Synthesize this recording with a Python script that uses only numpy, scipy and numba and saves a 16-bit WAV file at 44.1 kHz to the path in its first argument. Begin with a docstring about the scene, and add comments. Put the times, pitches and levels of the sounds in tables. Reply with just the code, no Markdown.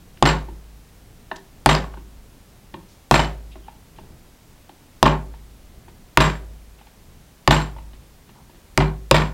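"""A quiet workshop: a small steel hammer drives a nail through leather into a board held in a bench vice.
Each blow rings the damped modes of board and bench under a crack and a buzz of noise grains; a moment later
the board rattles back in bunches of knocks and grit, and the steel vice sings. Light taps ring the same board,
filtered noise makes the rustles, and a decaying noise tail is the room, over rumble and hiss.
The near microphone overloads: its gain control ducks and recovers."""
import sys
import numpy as np
from scipy import signal
from scipy.fft import rfft, irfft
from scipy.io import wavfile
from scipy.ndimage import uniform_filter1d
from numba import njit

SR = 44100
rng = np.random.default_rng(int(sys.argv[2]) if len(sys.argv) > 2 else 0)


def wav_out(sig):
    """Save sig, one row per channel (or a flat mono array), as 16-bit PCM at SR to the path in sys.argv[1]."""
    wavfile.write(sys.argv[1], SR, np.round(np.clip(np.atleast_2d(sig).T, -1, 1) * 32767).astype(np.int16))


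N = 411453  # length in samples

# hard blows: t/s, force/dB, rattle delay/s, rattle level/dB, steel ring/dB
BLOWS = [(0.2254, 7.5, 0.028, -7, -26.5), (1.6604, 8.5, 0.029, -6, -26), (3.1117, 7, 0.027, -5.5, -23.5),
         (5.028, 7.5, 0.027, -8, -36.5), (6.1732, 8, .029, -6.5, -25), (7.4764, 6, 0.03, -6.5, -23),
         (8.7764, 4, .026, -13, -43.5), (9.1118, 9, 0.031, -6.5, -28)]
# light taps on nail and board: t/s, force/dB, tilt/dB per octave, bench thud/dB, hollow note/dB
TAPS = [(0.172, -36, 2, -3, -27), (0.485, -34.5, -10.5, 9, 18), (1.314, -12.5, -3, -7.5, -9),
        (1.938, -29, -8, -20, -1), (1.971, -32, -9, 3, 4), (2.7405, -23.5, 1, 1, 6),
        (3.556, -32, -13, 6, -14), (3.682, -29.5, -6, -16, 10), (3.985, -28.5, -9, -4.5, 9),
        (4.693, -33, -1.5, -2, -5.5), (5.338, -35, -7, -8.5, 8), (5.88, -35, -5.5, -1.5, 3.5),
        (6.811, -40, -4, -29, 2), (6.869, -40.5, 3.5, -19, -2), (7.764, -32.5, -9.5, -6, 5.5),
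        (7.784, -31.5, -3, -13, -6), (6.785, -47.5, 0, -16, 11), (7.932, -41.5, 0, 3.5, 2),
        (8.291, -38.5, 1, 1, -1), (8.493, -44, -5.5, 3, 10), (8.543, -49.5, -7, 12, -3)]
# modes of the bench, the main swing first: f/Hz, level/dB, t60/s
BENCH = [(53.16, -27, 1.206), (108.7, -28.5, .25), (51.3, -25, 0.44), (124.5, -23.5, 0.14),
         (151.16, -21, 0.27), (197, -23, 0.26), (280, -19, 0.051), (320, -15, 0.043), (383.1, -22.5, 0.22)]
# modes of the board: f/Hz, level/dB, t60/s
BOARD = [(534, -22.5, 0.06), (631.2, -21, 0.074), (790, -6, 0.012), (900, -12, 0.027), (964, -18.5, 0.05),
         (1098, -17, 0.035), (1058, -22.5, 0.046), (1151, -28, 0.045), (1476, -15.5, 0.013),
         (1637, -23, 0.015), (1787, -11.5, 0.014), (2040, -14.5, 0.0062), (1975, -13.5, 0.012),
         (2420, -12, 0.013), (2742, -11, 0.01), (2997, -14.5, 0.023), (3260, -16, 0.014),
         (3680, -11.5, .01), (4130, -12, .01), (4883, -12, 0.0047), (5430, -22.5, 0.004)]


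def undb(db):
    """Turn decibels into an amplitude factor."""
    return 10 ** (np.asarray(db) / 20)


def tilt(hz, octave_db):
    """Gain of a contact whose spectrum tilts by octave_db per octave above 1 kHz."""
    return undb(octave_db * np.log2(np.maximum(hz / 1000, 1)))


def band(x, hz, width_hz):
    centred_low = np.sqrt(hz ** 2 + width_hz ** 2 / 4) - width_hz / 2  # hz is the geometric centre
    low = np.clip(centred_low, 10, SR * 0.4)
    high = min(low + width_hz, SR * 0.45)
    return signal.sosfilt(signal.butter(1, [low, high], "band", fs=SR, output="sos"), x)


def lowpass(x, order, hz):
    """Butterworth low-pass: softens the edges of a sound."""
    return signal.sosfilt(signal.butter(order, hz, fs=SR, output="sos"), x)


def strike(modes, times, force_db, octave_db, scatter_db=2.5, sides=1, rise_s=0):
    """Ring every mode at every hit; a softer contact feeds the high modes less, and no two hits land alike."""
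    out = np.zeros(N)
    at = np.minimum(np.asarray(times) * SR, N - 1).astype(int)
    luck = rng.standard_normal((len(at), len(modes)))
    for k, (hz, db, t60) in enumerate(modes):
        direction = (-1) ** k * sides  # neighbouring modes start in opposite directions
        push = np.zeros(N)
        push[at] = direction * undb(force_db + db + scatter_db * luck[:, k]) * tilt(hz, octave_db)
        turn = np.exp(2j * np.pi * hz / SR)
        if rise_s:  # a heavy body gathers its swing: the push is spread out in step with the mode
            keep = np.exp(-1 / (rise_s * SR))
            push = signal.lfilter([1 - keep], [1, -keep * turn], push)
        decay = np.exp(-np.log(1000) / (t60 * SR))
        out += signal.lfilter([1], [1, -decay * turn], push).imag
    return out


def add(out, s, sound):
    """Mix a short sound in at time s."""
    i = int(s * SR)
    out[i:i + len(sound)] += sound[:N - i]


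def burst(length_s, octave_db, grain_db):
    """Dense uneven clicks that die away, with bass and the highest treble rolled off."""
    t = np.arange(int(0.25 * SR)) / SR
    clicks, chance = rng.standard_normal((2, len(t)))
    unevenness = uniform_filter1d(chance, size=25) * 5  # times 5 restores the spread lost in averaging
    grains = clicks * undb(grain_db * unevenness)
    hz = np.fft.rfftfreq(len(t), 1 / SR)
    bass_cut = hz / (hz + 400)
    treble_cut = 1 / (1 + (hz / 9000) ** 4)
    dull = irfft(rfft(grains) * tilt(hz, octave_db) * bass_cut * treble_cut, len(t))
    return dull / np.std(dull) * np.exp(-t / length_s)


def floor():
    """Room rumble and microphone hiss: noise shaped to a spectrum, its rumble wavering slowly."""
    # spectrum of the noise: f/Hz, relative density/dB
    noise_spectrum = [(12, -19.5), (20, 7), (96, -1), (168, -4), (234, -6.5), (357, -11.5), (388, -11.5),
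                      (513, -14.5), (718, -16), (1370, -21), (16000, -30)]
    level_db = -48  # rms of the whole floor
    corner_hz, corner_db = np.array(noise_spectrum).T
    hz = np.maximum(np.fft.rfftfreq(N, 1 / SR), 1)
    shape = undb(np.interp(np.log(hz), np.log(corner_hz), corner_db))
    noise = irfft(rfft(rng.standard_normal(N)) * shape, N)
    step = int(SR / 6)  # a new random level six times a second, smoothed into a drift
    waver = uniform_filter1d(np.repeat(rng.standard_normal(N // step + 1), step), step)[:N]
    rumble = lowpass(noise, 1, 300)
    noise = noise + rumble * (undb(2.2 * waver) - 1)
    return undb(level_db) * noise / np.std(noise)


def taps():
    """The same board, struck lightly, with a tick at the contact; some spots favour its hollow note."""
    thud_offset_db, tick_db = 5, -12  # bench and tick relative to the force
    rise_s = 0.0017  # leather spreads the push
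    s, force_db, octave_db, thud_db, note_db = np.transpose(TAPS)
    out = strike(BOARD, s, force_db, octave_db, scatter_db=6.0, rise_s=rise_s)
    out += strike(BENCH[5:], s, force_db + thud_db + thud_offset_db, 0)  # upper bench modes only
    hollow_note = BOARD[3:4]
    # subtracted: this mode starts in the opposite direction within the board
    out -= strike(hollow_note, s, force_db + note_db, 0, scatter_db=3.5, rise_s=rise_s)
    for t, db, slope_db in zip(s, force_db, octave_db):
        add(out, t, undb(db + tick_db) * burst(0.0047, slope_db - 4.5, grain_db=4.0))
    return lowpass(out, 4, 4200)  # leather softens the edge


def rustles():
    """Grainy friction noise that swells and fades as fingers and tool brush leather and wood."""
    # brushing movements: t/s, length/s, level/dB, centre f/Hz, width/Hz
    brushes = [(1.359, 0.014, -40, 3800, 5970), (2.88, 0.11, -60.5, 5030, 5960),
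               (3.513, 0.037, -52, 3100, 1500), (3.623, 0.091, -61, 3050, 600),
               (3.96, 0.038, -58, 2500, 2500), (8.345, 0.083, -56.5, 895, 500)]
    scuff = (0.03, -59, 2299.5, 2498)  # leather under every tap: length/s, level/dB, centre f/Hz, width/Hz
    scuffs = [(tap[0], *scuff) for tap in TAPS]
    out = np.zeros(N)
    for t, length_s, db, hz, width_hz in list(brushes) + scuffs:
        stream = burst(10.0, 0, grain_db=-3.5)  # long decay: an even stream of grains
        rub = band(band(stream, hz, width_hz), hz, width_hz)
        n = int(min(length_s, 0.25) * SR)
        swell = np.sin(np.pi * np.sqrt(np.arange(n) / n))  # rises faster than it fades
        add(out, t, undb(db) * rub[:n] / np.std(rub) * swell)
    return out


def room(dry):
    """Diffuse echoes that build up over a few milliseconds and fade band by band."""
    # reverberation of the workshop: f/Hz, level/dB, t60/s
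    echo_bands = [(98, -34, 0.71), (185, -23, 0.36), (403, -37.5, 0.47), (890, -35, 0.25),
                  (1540, -30.5, 0.24), (3420, -31.5, 0.18), (6750, -41, 0.25), (11830, -42, 0.075)]
    t = np.arange(int(0.8 * SR)) / SR
    tail = np.zeros(len(t))
    for hz, db, t60 in echo_bands:
        echo = band(band(rng.standard_normal(len(t)), hz, hz), hz, hz)
        tail += undb(db) * echo * np.exp(-np.log(1000) * t / t60)
    build_up = 1 - np.exp(-t / 0.0071)
    return signal.fftconvolve(dry, tail * build_up)[:N]


def blows():
    """Board and bench ring, a crack marks the contact and the clamped board buzzes briefly."""
    swing_db = 6.5  # push on the bench, equal for all blows before scatter
    crack_db, buzz_db = -10.5, -20  # relative to the force
    # a harder blow is brighter: tilt in dB per octave at hard_db, and its change per dB of force
    hard_db, hard_tilt_db, brighter_per_db = 10, -4.5, 0.56
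    s, force_db = np.transpose(BLOWS)[:2]
    octave_db = hard_tilt_db + brighter_per_db * (force_db - hard_db)
    bench = strike(BENCH, s, swing_db, 0, scatter_db=1.5, rise_s=0.011)
    out = strike(BOARD, s, force_db, octave_db, scatter_db=4.0) + bench
    for t, db, slope_db in zip(s, force_db, octave_db):
        add(out, t, undb(db + crack_db) * burst(0.0012, slope_db + 2.0, grain_db=5.0))
        add(out, t, undb(db + buzz_db) * burst(0.0088, slope_db - 4, grain_db=1.5))
    return out


def rattles(count=44):
    """Small knocks and grit, bunched once per swing of the bench and thinning out; steel sings along."""
    # modes of the steel vice: f/Hz, level/dB, t60/s
    steel = [(7535, -9, 0.16), (7505, -11, 0.12), (7460, -13, .06), (8200, -14, 0.05), (8700, -15, .05),
             (12190, -14, 0.03), (10600, -14, 0.02), (12300, -13, 0.035)]
    swing_s = 1 / BENCH[0][0]
    s, _, delay_s, level_db, steel_db = np.transpose(BLOWS)
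    start_s = s + delay_s
    # a rattle that makes the steel ring louder is also brighter and longer
    lively = steel_db + 25  # dB of ring above -25
    octave_db = -3.5 + 0.19 * lively
    length_s = 0.03 + 0.00045 * lively

    chance = rng.random((len(BLOWS), count, 4))
    start, level, slope, length = (c[:, None] for c in (start_s, level_db, octave_db, length_s))
    bunch = swing_s * np.floor(-np.log(1 - chance[..., 0]) * length / swing_s)
    late = bunch - 0.007 * np.log(1 - chance[..., 3])  # knocks trail behind the start of their bunch
    fade_db = 4 * late / length
    soft_start_db = 5 * np.exp(-late / 0.002)
    knock_db = level - 0.5 - fade_db - 12 * chance[..., 1] - soft_start_db
    knock_s = (start + late).ravel()
    knock_tilt = (slope + 1.5 + 0 * late).ravel()  # one value for every knock
    sides = np.sign(chance[..., 2] - 0.5).ravel()
    wood = strike(BOARD, knock_s, knock_db.ravel(), knock_tilt, scatter_db=7.0, sides=sides)
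    out = lowpass(wood, 2, 6500)  # wood on wood: soft edges

    ring_db = knock_db + (steel_db - level_db)[:, None]  # every knock shakes the vice
    out += strike(steel, knock_s, ring_db.ravel(), 0, scatter_db=1.5, rise_s=0.0012)

    for t, db, slope_db, decay_s in zip(start_s, level_db, octave_db, length_s):
        grit = burst(1.393 * decay_s, slope_db - 4.5, grain_db=3.0)
        age = np.arange(len(grit)) / SR
        onset = 1 - np.exp(-age / 0.002)
        sway = undb(2.3 * np.sin(2 * np.pi * age / swing_s))
        add(out, t, undb(db - 7) * grit * onset * sway)
    return out


def scene():
    """Sum the direct sounds, their echoes and the noise floor."""
    blow, tap = blows(), taps()
    rest = rattles() + rustles()
    # blows and taps reach the microphone largely through the bench, so the walls hear less of them
    walls = room(undb(-4) * blow + undb(-2.5) * tap + rest)
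    return (blow + tap + rest + walls + floor())[None, :]


@njit
def gain_control(x, top, squeeze, attack, hold, release):
    """Follows the peak level, turns down what exceeds top, waits, then lets go."""
    y, level, wait = np.empty(len(x)), 0.0, 0.0
    for i in range(len(x)):
        if abs(x[i]) > level:
            level += (abs(x[i]) - level) * attack
            wait = hold
        elif wait > 0:
            wait -= 1
        else:
            level -= level * release
        y[i] = x[i] * min(1.0, (top / (level + 1e-9)) ** squeeze)
    return y


def record(dry):
    """Gain control reacts a little late, so the first swings of a blow clip; then the top is cut."""
    attack_s, hold_s, release_s = 0.0019, 0.024, 0.006
    top_hz = 16000
    ducked = gain_control(dry[0], 0.56, 1.0, 1 / (attack_s * SR), hold_s * SR, 1 / (release_s * SR))
    clipped = np.clip(ducked, -0.96, 0.96)
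    top_cut = signal.ellip(10, 0.2, 70, top_hz, fs=SR, output="sos")  # 0.2 dB ripple, 70 dB stop band
    return signal.sosfilt(top_cut, clipped)[None, :]


dry = scene()
out = record(dry)
wav_out(out)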